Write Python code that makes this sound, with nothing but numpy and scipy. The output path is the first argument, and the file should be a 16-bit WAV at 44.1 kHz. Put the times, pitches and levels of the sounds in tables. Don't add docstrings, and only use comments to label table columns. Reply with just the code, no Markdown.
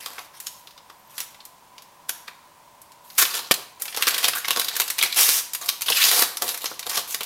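import sys
import numpy as np
from scipy import signal
from scipy.fft import rfft, irfft
from scipy.io import wavfile
from scipy.ndimage import uniform_filter1d

SR = 44100
rng = np.random.default_rng(int(sys.argv[2]) if len(sys.argv) > 2 else 0)


def waveform_to_disk(signal):
    frames = np.transpose(np.atleast_2d(signal))
    scaled = np.clip(frames, -1, 1) * 32767
    samples = np.round(scaled).astype(np.int16)
    wavfile.write(sys.argv[1], SR, samples)


N = 320027
TIME = np.arange(N) / SR
TREBLE_LIMIT_HZ = 15950


def amp(db):
    return 10 ** (np.asarray(db) / 20)


def evened(x):
    return x / np.sqrt(np.mean(x ** 2) + 1e-20)


def level_at(points, hz):
    row_hz, row_db = np.transpose(points)
    return np.interp(np.log(hz + 1), np.log(row_hz + 1), row_db)


def bump(hz, centre_hz, width_hz):
    return 1 / (1 + (2 * (hz - centre_hz) / width_hz) ** 2)


def add(mix, start_s, sound):
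    part = mix[max(0, round(start_s * SR)):][:len(sound)]
    part += sound[:len(part)]


def resonate(x, hz, lift_db, sharpness):
    return x + (amp(lift_db) - 1) * signal.lfilter(*signal.iirpeak(hz, sharpness, SR), x)


def tinted(body, face, bass_db, treble_db):
    bands = [(body, 1200, "low", bass_db), (face, [1200, 6000], "band", 0), (face, 6000, "high", treble_db)]
    out = 0
    for sound, edge_hz, kind, db in bands:
        band = signal.butter(3, edge_hz, kind, fs=SR, output="sos")
        share = np.linalg.norm(signal.sosfilt(band, signal.unit_impulse(256)))
        out = out + evened(signal.sosfilt(band, sound)) * share * amp(db)
    return out


def short_burst(x):
    return x * np.sqrt(SR / 100 / len(x))


def grit(shape, spread_db):
    return evened(rng.standard_normal(shape) * amp(spread_db * np.clip(rng.standard_normal(shape), -2, 2)))


def air(level_db=-52, whirr_hz=1000, whirr_db=11, hum_hz=580, hum_db=9):
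    # (frequency [Hz], relative level [dB])
    room_tone = [(30, -20.5), (140, -11), (380, -14.5), (570, -12), (900, -6), (1350, -14.5), (2800, -18.5),
                 (16000, -25)]
    hz = np.fft.rfftfreq(N, 1 / SR)
    whirr = whirr_db * bump(hz, whirr_hz, width_hz=130)
    hum = hum_db * bump(hz, hum_hz, width_hz=14)
    colour = amp(level_at(room_tone, hz) + whirr + hum)
    return amp(level_db) * evened(irfft(rfft(rng.standard_normal(N)) * colour, N))


def room(x, tail_db=-8.5, bass_fade_s=0.6, treble_fade_s=0.35):
    hz, t, spectrum = signal.stft(x, SR, nperseg=256)
    power = np.pad(abs(spectrum) ** 2, ((0, 0), (2, 0)))[:, :len(t)]
    fade_s = np.interp(hz, [0, TREBLE_LIMIT_HZ], [bass_fade_s, treble_fade_s])
    kept_per_step = amp(-120 * t[1] / fade_s)
    stored = np.array([signal.lfilter([1 - kept], [1, -kept], p) for kept, p in zip(kept_per_step, power)])
    noise = signal.stft(rng.standard_normal(N), SR, nperseg=256)[2]
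    tail = signal.istft(np.sqrt(abs(stored)) * noise / noise.std(), SR)[1][:N]
    return x + amp(tail_db) * tail


def echoes(x, bounce_s=0.0021, bounce_gain=0.11, scatter_db=-9, scatter_s=0.012, patterns=4):
    t, out = np.arange(SR // 20) / SR, x
    for k in range(patterns):
        blend = np.cos(np.pi / 2 * np.minimum(abs((TIME * 3 - k) % patterns - 1), 1))
        scatter = rng.standard_normal(len(t)) * np.exp(-(t / scatter_s) ** 2 / 2) * (t > bounce_s)
        response = amp(scatter_db) * scatter / np.linalg.norm(scatter)
        delay_s = bounce_s * 2 ** rng.uniform(-0.25, 0.25)
        response[round(delay_s * SR)] += bounce_gain
        out = out + signal.oaconvolve(x * blend, response)[:N]
    return out


def cards_and_table(force, size=8192):
    # (frequency [Hz], relative level [dB])
    card_tone = [(50, -31), (120, -23), (165, -21), (330, -12), (507, -11), (630, -11), (694, -7),
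                 (1050, -6), (3850, 3), (7760, -4), (12000, -0.5), (14500, -2.5), (16000, -14.5)]
    # (frequency [Hz], width [Hz], lift [dB])
    table_rings = [(129, 12, 7.5), (500, 55, 4), (714, 22, 7), (1135, 55, 6.5)]
    hz = abs(np.fft.fftfreq(size, 1 / SR))
    ring_db = sum(lift * bump(hz, centre, width) for centre, width, lift in table_rings)
    log_gain = np.log(evened(amp(level_at(card_tone, hz) + ring_db)))
    response = np.fft.ifft(np.exp(np.conj(signal.hilbert(log_gain)))).real
    return signal.oaconvolve(force, response[:size // 2])[:N]


def squeak(start_s=0.9, length_s=0.21, from_hz=11100, to_hz=13600, width_hz=650, stutter_db=5,
           level_db=-65):
    along, out = np.linspace(0, 1, round(length_s * SR)), np.zeros(N)
    hz = from_hz + (to_hz - from_hz) * along
    flutter_noise, grip_noise = rng.standard_normal((2, N))[:, :len(along)]
    flutter = signal.sosfilt(signal.butter(2, width_hz / 2, fs=SR, output="sos"), flutter_noise)
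    stutter = amp(stutter_db * evened(uniform_filter1d(grip_noise, size=900)))
    whistle = np.sin(2 * np.pi * np.cumsum(hz) / SR)
    swell = np.sqrt(abs(np.sin(np.pi * along)))
    add(out, start_s, amp(level_db) * evened(flutter * stutter * whistle * swell))
    return out


def knock(start_s=3.5112, thud_db=-16, slap_db=-11, landing_s=0.0076, settle_s=0.0063, low_cut_hz=190):
    # (frequency [Hz], relative level [dB], time to fall 60 dB [s])
    thud_tones = [(266, -10, 0.042), (527, 6, 0.012), (1240, 9, 0.01), (1830, -1, 0.061), (2350, 8, 0.017),
                  (3080, 8, 0.022)]
    t, thud, slap = np.arange(SR // 4) / SR, np.zeros(N), np.zeros(N)
    ring = sum(amp(db - 60 * t / fade_s) * np.sin(2 * np.pi * hz * t) for hz, db, fade_s in thud_tones)
    add(thud, start_s, -amp(thud_db) * ring)
    blows = rng.standard_normal(len(t)) * np.exp(-np.maximum(t - landing_s, 0) / settle_s)
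    add(slap, start_s, amp(slap_db) * short_burst(tinted(blows, blows, bass_db=5, treble_db=-1)))
    low_cut = signal.butter(2, low_cut_hz, "high", fs=SR, output="sos")
    return signal.sosfilt(low_cut, room(thud + cards_and_table(slap), tail_db=-17))


def ticks(rise_s=0.00033, decay_s=0.0064, typical_hz=3000):
    # (time [s], level [dB], treble [dB])
    touches = [(0.401, -37, 8), (0.672, -37.5, -9), (0.708, -44.5, -5), (0.777, -39.5, -14),
               (1.18, -26.5, 0), (1.189, -36, -13), (1.345, -41.5, -8), (1.404, -39, -17),
               (1.452, -44.5, 9.5), (1.781, -36.5, -12), (1.821, -46.5, 3), (2.817, -54, 14),
               (2.919, -46, -2), (3.101, -38.5, -7), (3.252, -19.5, -13), (3.34, -22, -9), (3.54, -20.5, 1),
               (3.82, -31.5, 12), (3.854, -29, -1), (3.88, -26.5, -10), (3.925, -31, -16),
               (3.964, -27.5, 2), (4.107, -21, -4), (4.18, -19, 0), (4.229, -22, -2), (4.251, -15, -4.5),
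               (4.382, -33, 6), (4.454, -27, -5), (4.53, -25, -6), (4.614, -19, -5), (4.645, -24, 1),
               (4.753, -25.5, -2), (4.765, -19.5, 1), (4.816, -19.5, -1), (4.879, -25.5, 0.5),
               (4.901, -20, 2.5), (4.983, -22, 0), (5.144, -29, 3), (5.534, -28.5, 6.5),
               (5.548, -23.5, 2.5), (5.66, -35.5, 8.5), (5.809, -29.5, 1), (5.819, -22.5, 3.5),
               (6.37, -24.5, 1), (6.479, -26.5, 1), (6.49, -20.5, -0.5), (6.543, -26, -1.5),
               (6.575, -32.5, 5), (6.793, -26, -1), (6.828, -29, -9), (6.896, -26.5, 4.5),
               (7.232, -27.5, 2.5)]
    t, out = np.arange(SR // 20) / SR, np.zeros(N)
    pitches = typical_hz * 2 ** rng.uniform(-1.1, 1, len(touches))
    grits = grit((len(touches), len(t)), spread_db=4)
    for (start, db, treble_db), hz, fibres in zip(touches, pitches, grits):
        slips = fibres * np.minimum(t / rise_s, 1) * np.exp(-t / decay_s)
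        face = resonate(slips, hz, lift_db=5, sharpness=2.1)
        add(out, start, amp(db) * short_burst(tinted(slips, face, bass_db=-3, treble_db=treble_db)))
    return out


def flex(x, patchy_db):
    spectrum = signal.stft(x, SR, nperseg=256)[2]
    across_pitch = uniform_filter1d(rng.standard_normal(spectrum.shape), size=7, axis=0)
    patches = evened(uniform_filter1d(across_pitch, size=9, axis=1))
    return evened(signal.istft(spectrum * amp(patchy_db * patches), SR)[1][:N])


def rubbing(slow_judder_db=3, glide_judder_db=1, catches_per_s=200, catch_db=-6, glide_above_db=-20,
            attack_s=0.0076, release_s=0.012, low_cut_hz=290, gain_db=0.5):
    # (start [s], length [s], level [dB], swell from start to end [dB],
    # bass [dB], treble [dB], pitch turned up or down [Hz], lift at that pitch [dB])
    strokes = [(0, 0.055, -37.5, -7, 0.5, -2.5, 1840, 8), (0.072, 0.18, -45, -5, 13, -0.5, 2570, 5),
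               (0.333, 0.047, -46.5, -3, -8, -1.5, 3550, 2), (0.418, 0.29, -55.5, -15, -2, 6, 6960, -4),
               (1.093, 0.14, -45.5, 11, -1, 2, 1400, 9), (3.035, 0.135, -52.5, 12, -6, 4.5, 13000, 4),
               (3.18, 0.046, -14.5, -4, 0.5, 2, 1680, 3.5), (3.237, 0.14, -30.5, 14, 4.5, -2, 5700, 0.5),
               (3.388, 0.24, -37.5, 3, 7, -10, 1310, 10), (3.793, 0.16, -43.5, -4, 9, 4, 2820, 5),
               (3.99, 0.31, -28.5, 0.5, 5, -4, 1630, 7), (4.347, 0.06, -25.5, -7, 0, -2.5, 1440, 17),
               (4.439, 0.39, -36, 5, 7.5, -7, 3770, -2), (4.97, 0.09, -30.5, 19, 3.5, -7, 2450, 0),
               (5.156, 0.038, -16.5, 11, 0.5, 0, 5350, 2.5), (5.203, 0.19, -20.5, -5.5, -3, 4, 5960, 3.5),
               (5.608, 0.13, -37, -6, 9.5, 2.5, 1440, 0), (5.857, 0.082, -24.5, 4.5, 3, 0, 2980, 14),
               (5.947, 0.082, -16, 7, -13, -3, 2600, 4.5), (6.034, 0.063, -16, 0.5, -3.5, -0.5, 4900, 6.5),
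               (6.105, 0.13, -18, -1.5, 5, 1.5, 5050, 0.5), (6.418, 0.13, -31, -3, 8, 1.5, 6400, -4),
               (6.605, 0.26, -43, -27, 4, -1, 3600, 1), (6.854, 0.14, -28.5, 17.5, 6, -1.5, 5400, 0.5),
               (7.072, 0.063, -34.5, 0.5, 1, 5.5, 7060, 1.5)]
    judder = evened(uniform_filter1d(uniform_filter1d(rng.standard_normal(N), size=260), size=110))
    catches = evened((rng.random(N) < catches_per_s / SR) * np.clip(rng.standard_normal(N), -2, 2))
    fibres = flex(grit(N, spread_db=3), patchy_db=4)
    hiss = flex(grit(N, spread_db=3), patchy_db=1.8)
    out = np.zeros(N)
    for start, length, db, swell_db, bass_db, treble_db, hz, ring_db in strokes:
        span = slice(round(start * SR), round((start + length + 10 * release_s) * SR))
        t = TIME[span] - start
        along = np.clip(t / length, 0, 1)
        letting_go = np.exp(-np.maximum(t - length, 0) / release_s)
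        force = np.minimum(t / attack_s, 1) * amp(db + swell_db * (along - 0.5)) * letting_go
        sticking = 1 / (1 + amp(db + treble_db - glide_above_db) ** 2)
        crinkle = evened(fibres[span] * amp(slow_judder_db * judder[span])) + amp(catch_db) * catches[span]
        glide = hiss[span] * amp(glide_judder_db * judder[span])
        slips = np.sqrt(sticking) * crinkle + np.sqrt(1 - sticking) * glide
        face = resonate(slips, hz, ring_db, sharpness=3.8)
        add(out, start, force * tinted(slips, face, bass_db, treble_db))
    return amp(gain_db) * signal.sosfilt(signal.butter(1, low_cut_hz, "high", fs=SR, output="sos"), out)


def snaps(creep=0.26, creep_s=0.014, base_contact_s=0.0011, chatter=0.63, chatter_s=0.012, hollow_hz=490):
    # (time [s], level [dB], bass [dB], treble [dB],
    # pitch around which the snap is boosted [Hz])
    edge_snaps = [(0.06, -23.5, -0.5, -6, 1270), (0.181, -27.5, 4.5, -26, 1800),
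                  (0.19, -31, -2, -7.5, 1310), (0.468, -25, -13, -1, 7050), (0.898, -36, 4, -14, 1350),
                  (1.203, -25, -6, 2, 6900), (2.092, -20, 1.5, 1, 1700), (2.279, -27, -1.5, -14.5, 1770),
                  (3.181, -17, -7, 3, 6900), (3.225, -12.5, 0, -7, 1660), (3.391, -25, 5.5, -5, 3800),
                  (3.946, -24.5, 2, -9, 1300), (3.972, -19.5, 8, -3.5, 1340), (4.023, -11.5, -18, -5, 1630),
                  (4.069, -11.5, 0.5, -6.5, 1440), (4.078, -11.5, -3, -5, 1510), (4.085, -19, -9, 3, 1630),
                  (4.143, -17.5, -6, -3.5, 3860), (4.242, -10.5, -0.5, -6.5, 2250),
                  (4.282, -14, 1.5, 1, 1930), (4.332, -18.5, -3.5, -18, 1270),
                  (4.445, -19.5, -6, -19, 1850), (4.482, -16.5, 2.5, -5, 1450), (4.506, -13, 3, -3, 3170),
                  (4.561, -17.5, 3, -7, 1270), (4.571, -17.5, 8.5, -5, 1310), (4.596, -16, 3, 0.5, 3830),
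                  (4.684, -18.5, -13, -4, 3950), (4.799, -13, 0.5, 0.5, 1390), (4.988, -16, -6, -3, 2490),
                  (5.012, -16, -2, -14, 3260), (5.026, -10.5, -17, -3.5, 2350),
                  (5.034, -15.5, -1.5, -1, 2330), (5.125, -19, -18, -9.5, 4100), (5.29, -14, 2, 0, 1250),
                  (5.689, -13, -9.5, -1.5, 5050), (5.882, -15, -0.5, -30, 3020), (5.9, -16.5, 9, 0.5, 4540),
                  (5.92, -14, -25, -37, 2950), (6.221, -13, 8, -6, 2010), (6.421, -18, 8.5, 0.5, 1310),
                  (6.642, -27, 12, 1, 1350), (6.657, -18.5, -3, -8.5, 5850),
                  (6.714, -30.5, 14.5, -22, 1460), (6.866, -24.5, 10.5, -2, 1300),
                  (6.956, -23, 1, -1, 5200), (6.974, -16.5, 4, -7, 1300), (7.145, -18.5, -2, -1, 1530),
                  (7.207, -22.5, 9, -5, 2830)]
    t, out = np.arange(2560) / SR - creep_s, np.zeros(N)
    wobbles = rng.standard_normal((len(edge_snaps), len(t)))
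    for (start, db, bass_db, treble_db, boost_hz), wobble in zip(edge_snaps, wobbles):
        contact_s = base_contact_s * 2 ** (-treble_db / 25)
        progress = np.maximum(t, 0) / contact_s
        creeping = creep * np.clip(1 + t / creep_s, 0, 1) ** 2 * (t < contact_s)
        burst = progress * np.exp(1 - progress)
        chattering = chatter * (1 - np.exp(-progress)) * np.exp(-(t / chatter_s) ** 2)
        rattle = evened(amp(4 * evened(uniform_filter1d(wobble, size=110))))
        slips = (burst + rattle * (creeping + chattering)) * grit(len(t), spread_db=4)
        body = resonate(slips, hollow_hz, lift_db=0.51 * max(bass_db, 0), sharpness=1.8)
        face = resonate(slips, boost_hz, lift_db=6 - 0.61 * treble_db, sharpness=4)
        add(out, start - creep_s, amp(db) * short_burst(tinted(body, face, bass_db, treble_db)))
    return out


def scene():
    handling = snaps() + ticks() + rubbing()
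    in_room = cards_and_table(room(echoes(handling))) * amp(-2)
    return (in_room + knock() + squeak() + air())[None]


def record(dry):
    low_pass = signal.firwin(511, TREBLE_LIMIT_HZ, window=("kaiser", 8), fs=SR)
    return signal.oaconvolve(np.clip(dry, -1, 1), low_pass[None], "same")


dry = scene()
out = record(dry)
waveform_to_disk(out)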